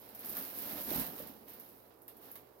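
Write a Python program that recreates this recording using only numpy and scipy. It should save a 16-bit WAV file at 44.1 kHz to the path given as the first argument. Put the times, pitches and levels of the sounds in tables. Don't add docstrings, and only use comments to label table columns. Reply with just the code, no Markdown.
import sys
import numpy as np
from scipy import signal
from scipy.fft import rfft, irfft
from scipy.io import wavfile

SR = 44100
rng = np.random.default_rng(int(sys.argv[2]) if len(sys.argv) > 2 else 0)


def generate_wav(signal):
    frames = np.transpose(np.atleast_2d(signal))
    scaled = np.clip(frames, -1, 1) * 32767
    pcm = np.round(scaled).astype(np.int16)
    wavfile.write(sys.argv[1], SR, pcm)


N = 114660
ROOM_T60_S, FILM_T60_S = 0.2, 0.19
FILM_WET_DB, FOAM_WET_DB, BAG_WET_DB = -1.5, 4, -5.5


def undb(db):
    return 10 ** (np.asarray(db) / 20)


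def unit(x):
    return x / np.sqrt(np.mean(x ** 2))


def colour(x, spectrum, normalise=True):
    freq_hz, gain_db = np.array(spectrum, float).T
    bin_hz = np.arange(N + 1) * SR / (2 * N)
    gain = undb(np.interp(np.log(bin_hz + 1), np.log(freq_hz), gain_db))
    cepstrum = irfft(np.log(unit(gain) if normalise else gain))
    cepstrum[1:N] *= 2
    cepstrum[N + 1:] = 0
    return irfft(rfft(x, 2 * N) * np.exp(rfft(cepstrum)))[..., :N]


def diffuse(size=N, coherent_below_hz=290):
    mid, side = rfft(rng.standard_normal((2, size)))
    bin_hz = np.arange(len(mid)) * SR / size
    coherence = 1 / (1 + (bin_hz / coherent_below_hz) ** 2)
    mid *= np.sqrt(1 + coherence)
    side *= np.sqrt(1 - coherence)
    return irfft([mid + side, mid - side], size) / np.sqrt(2)


def room(x, wet_db, t60_s=ROOM_T60_S, build_s=0.001, mean_lag_s=0.00029):
    t = np.arange(SR // 2) / SR
    tail = diffuse(len(t)) * np.exp(-np.log(1000) * t / t60_s) * (1 - np.exp(-t / build_s))
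    response = unit(tail) * undb(wet_db) / np.sqrt(len(t))
    lag_s = mean_lag_s * rng.uniform(0.5, 1.5)
    response[0, 0] += 1
    response[1, int(lag_s * SR)] += 1
    return signal.fftconvolve(np.atleast_2d(x), response, axes=1)[:, :N] / np.hypot(1, undb(wet_db))


def grains(envelope, rate_hz, spread_db, wet_db, t60_s=ROOM_T60_S, places=6):
    chance, size, sign = rng.random((3, N))
    strength = undb(spread_db * np.minimum(-np.log(1 - size), 2.64))
    clicks = unit((chance < rate_hz / SR) * strength * np.sign(sign - 0.5))
    time_s, level_db = np.array(envelope).T
    clicks *= undb(np.interp(np.arange(N) / SR, time_s, level_db))
    place = rng.integers(places, size=N)
    return sum(room(clicks * (place == k), wet_db, t60_s) for k in range(places))


def impulses(events):
    out = np.zeros(N)
    for start_s, level_db in events:
        out[int(start_s * SR)] += undb(level_db)
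    return out


def burst(triggers, decay_s):
    pole = np.exp(-2 / (decay_s * SR))
    power = signal.lfilter([1 - pole], [1, -pole], triggers ** 2)
    return np.sqrt(power) * rng.standard_normal((2, N))


def room_tone():
    # freq_hz, gain_db
    air_spectrum = [(25, -30.5), (60, -18), (90, -5), (160, -11.5), (280, -0.5), (420, 7), (650, 0.5),
                    (1000, -3), (2000, -18.5), (4000, -33.5), (9000, -25), (16000, -17)]
    t = np.arange(N) / SR
    rush = colour(diffuse(), air_spectrum) * undb(-61.5)
    hum = undb(-81) * np.sin(2 * np.pi * 60 * t) + undb(-77) * np.sin(2 * np.pi * 120 * t)
    return rush + np.sqrt(2) * hum


def mode(freq_hz, t60_s):
    t = np.arange(N) / SR
    return np.sin(2 * np.pi * freq_hz * t) * np.exp(-np.log(1000) * t / t60_s)


def box():
    # freq_hz, level_db, t60_s
    box_modes = [(166, -6.5, 0.35), (220, -5, 0.29), (299.3, -2.5, 0.2), (625, 3, 0.12)]
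    # start_s, level_db, spot_hz
    taps = [(0.738, -16.5, 292), (.781, -15, 600), (.914, -7.5, 334), (1.2, -10.5, 532)]
    body = unit(sum((-1) ** k * undb(db) * mode(hz, t60_s) for k, (hz, db, t60_s) in enumerate(box_modes)))
    out = 0
    for start_s, level_db, spot_hz in taps:
        ring = (body + unit(mode(spot_hz, t60_s=0.041))) / np.sqrt(N)
        out += signal.fftconvolve(impulses([(start_s, level_db)]), ring)[:N]
    return room(out, BAG_WET_DB) * undb(-8.5)


def bag():
    # time_s, level_db
    flap_envelope = [(0, -64.5), (.27, -52.5), (.39, -48), (.46, -55.5), (.77, -46.5), (.86, -50.5),
                     (.92, -42.5), (1.0, -46.5), (1.04, -51), (1.27, -50.5), (1.4, -60.5), (1.53, -58.5),
                     (1.9, -69), (2.35, -59.5), (2.55, -72)]
    # freq_hz, gain_db
    flap_spectrum = [(35, -30), (60, -13), (170, -6), (215, 2), (280, 2.5), (320, -1.5), (620, -7.5),
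                     (900, -11), (1500, -28.5), (5000, -72.5)]
    # start_s, level_db
    billows = [(.73, -15), (.958, -5.5), (.981, -4.5), (.993, -8), (1.012, -6.5)]
    # freq_hz, gain_db
    thump_spectrum = [(25, -13), (60, 0), (90, -17), (125, 0), (175, 1), (290, 5), (400, -33), (4000, -49)]
    flaps = grains(flap_envelope, rate_hz=500, spread_db=1, wet_db=BAG_WET_DB, places=4)
    thumps = room(colour(impulses(billows), thump_spectrum), wet_db=-5)
    return colour(flaps, flap_spectrum) * undb(-1.5) + thumps * undb(-8.5)


def peanuts():
    # time_s, level_db
    scrape_envelope = [(0, -68), (.17, -67), (.25, -60), (.38, -57), (.48, -61.5), (.77, -54), (.84, -61.5),
                       (.9, -49.5), (1.01, -50.5), (1.12, -64), (1.2, -60.5), (1.44, -75), (1.5, -66),
                       (1.75, -75.5), (2.05, -80), (2.2, -72), (2.27, -68), (2.52, -79)]
    # start_s, level_db
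    squeezes = [(.232, -25.5), (.369, -15.5), (.89, -18.5), (1.178, -23), (1.477, -32.5), (1.905, -35),
                (2.081, -29), (2.232, -35.5), (2.355, -26)]
    # freq_hz, gain_db
    foam_spectrum = [(200, -19.5), (600, 8), (1000, 4), (1700, 3), (2600, -0.5), (5100, -3), (7000, -14),
                     (12000, -38)]
    scrape = grains(scrape_envelope, rate_hz=1500, spread_db=5.5, wet_db=FOAM_WET_DB)
    crunch = room(burst(impulses(squeezes), decay_s=0.0061), FOAM_WET_DB)
    return colour(scrape * undb(4.5) + crunch * undb(-3), foam_spectrum)


def wrap():
    # time_s, level_db
    film_envelope = [(0, -55.5), (.14, -62.5), (.25, -46.5), (.28, -46), (.36, -44), (.375, -44),
                     (.405, -42.5), (.5, -46.5), (.56, -43.5), (.75, -42.5), (.84, -43), (.91, -36),
                     (1.0, -36.5), (1.08, -49.5), (1.15, -50.5), (1.19, -46.5), (1.3, -56.5), (1.36, -60.5),
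                     (1.47, -62.5), (1.495, -47), (1.52, -58.5), (1.64, -56), (1.98, -72.5), (2.2, -67),
                     (2.23, -52.5), (2.3, -59), (2.5, -71), (2.6, -66)]
    # start_s, level_db, pitch_hz
    creases = [(0.09, -19.5, 13000), (0.1494, -14, 13800), (0.1927, -14, 14800), (0.2594, -10.5, 15000),
               (.2945, -5.5, 13200), (0.3687, -4.5, 13700), (0.997, -3, 13000), (1.066, -9, 12900),
               (1.272, -15, 13100), (1.5349, -18, 13700), (1.5985, -17, 12800), (2.0187, -24, 12100),
               (2.0801, -15.5, 11600), (2.168, -21.5, 12900), (2.3155, -14.5, 12500),
               (2.3555, -16.5, 12400)]
    # freq_hz, gain_db
    film_spectrum = [(1000, -27.5), (5000, -18), (7500, -21.5), (9500, -15), (11500, -6), (13300, -0.5),
                     (15000, -5), (16000, -10)]
    swish = grains(film_envelope, rate_hz=9000, spread_db=5.5, wet_db=FILM_WET_DB, t60_s=FILM_T60_S)
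    crinkle = grains(film_envelope, rate_hz=970, spread_db=11, wet_db=FILM_WET_DB, t60_s=FILM_T60_S)
    snaps = 0
    for start_s, level_db, pitch_hz in creases:
        tick = impulses([(start_s, level_db)])
        drive = tick + undb(1) * burst(tick, decay_s=0.0029)
        snap = signal.lfilter(*signal.iirpeak(pitch_hz, Q=1.36, fs=SR), drive + 1e-18)
        snaps += room(snap, wet_db=2.5, t60_s=FILM_T60_S)
    return colour(swish * undb(-1.5) + crinkle * undb(-2) + snaps * undb(-6.5), film_spectrum)


def scene():
    return wrap() + peanuts() + bag() + box() + room_tone()


def record(dry, cutoff_hz=15900):
    # freq_hz, left_minus_right_db
    balance = [(150, -6), (800, -5), (2900, -9.5), (4800, -13.5), (6100, -15), (7400, -23), (9200, -9.5),
               (10900, -1.5), (12600, -4.5), (14900, -2.5)]
    freq_hz, left_minus_right_db = np.array(balance).T
    right_db = -10 * np.log10((1 + undb(left_minus_right_db) ** 2) / 2)
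    left = colour(dry[0], np.column_stack([freq_hz, right_db + left_minus_right_db]), normalise=False)
    right = colour(dry[1], np.column_stack([freq_hz, right_db]), normalise=False)
    low_pass = signal.ellip(10, 0.2, 70, cutoff_hz, fs=SR, output="sos")
    return signal.sosfilt(low_pass, np.array([left, right]))


dry = scene()
out = record(dry)
generate_wav(out)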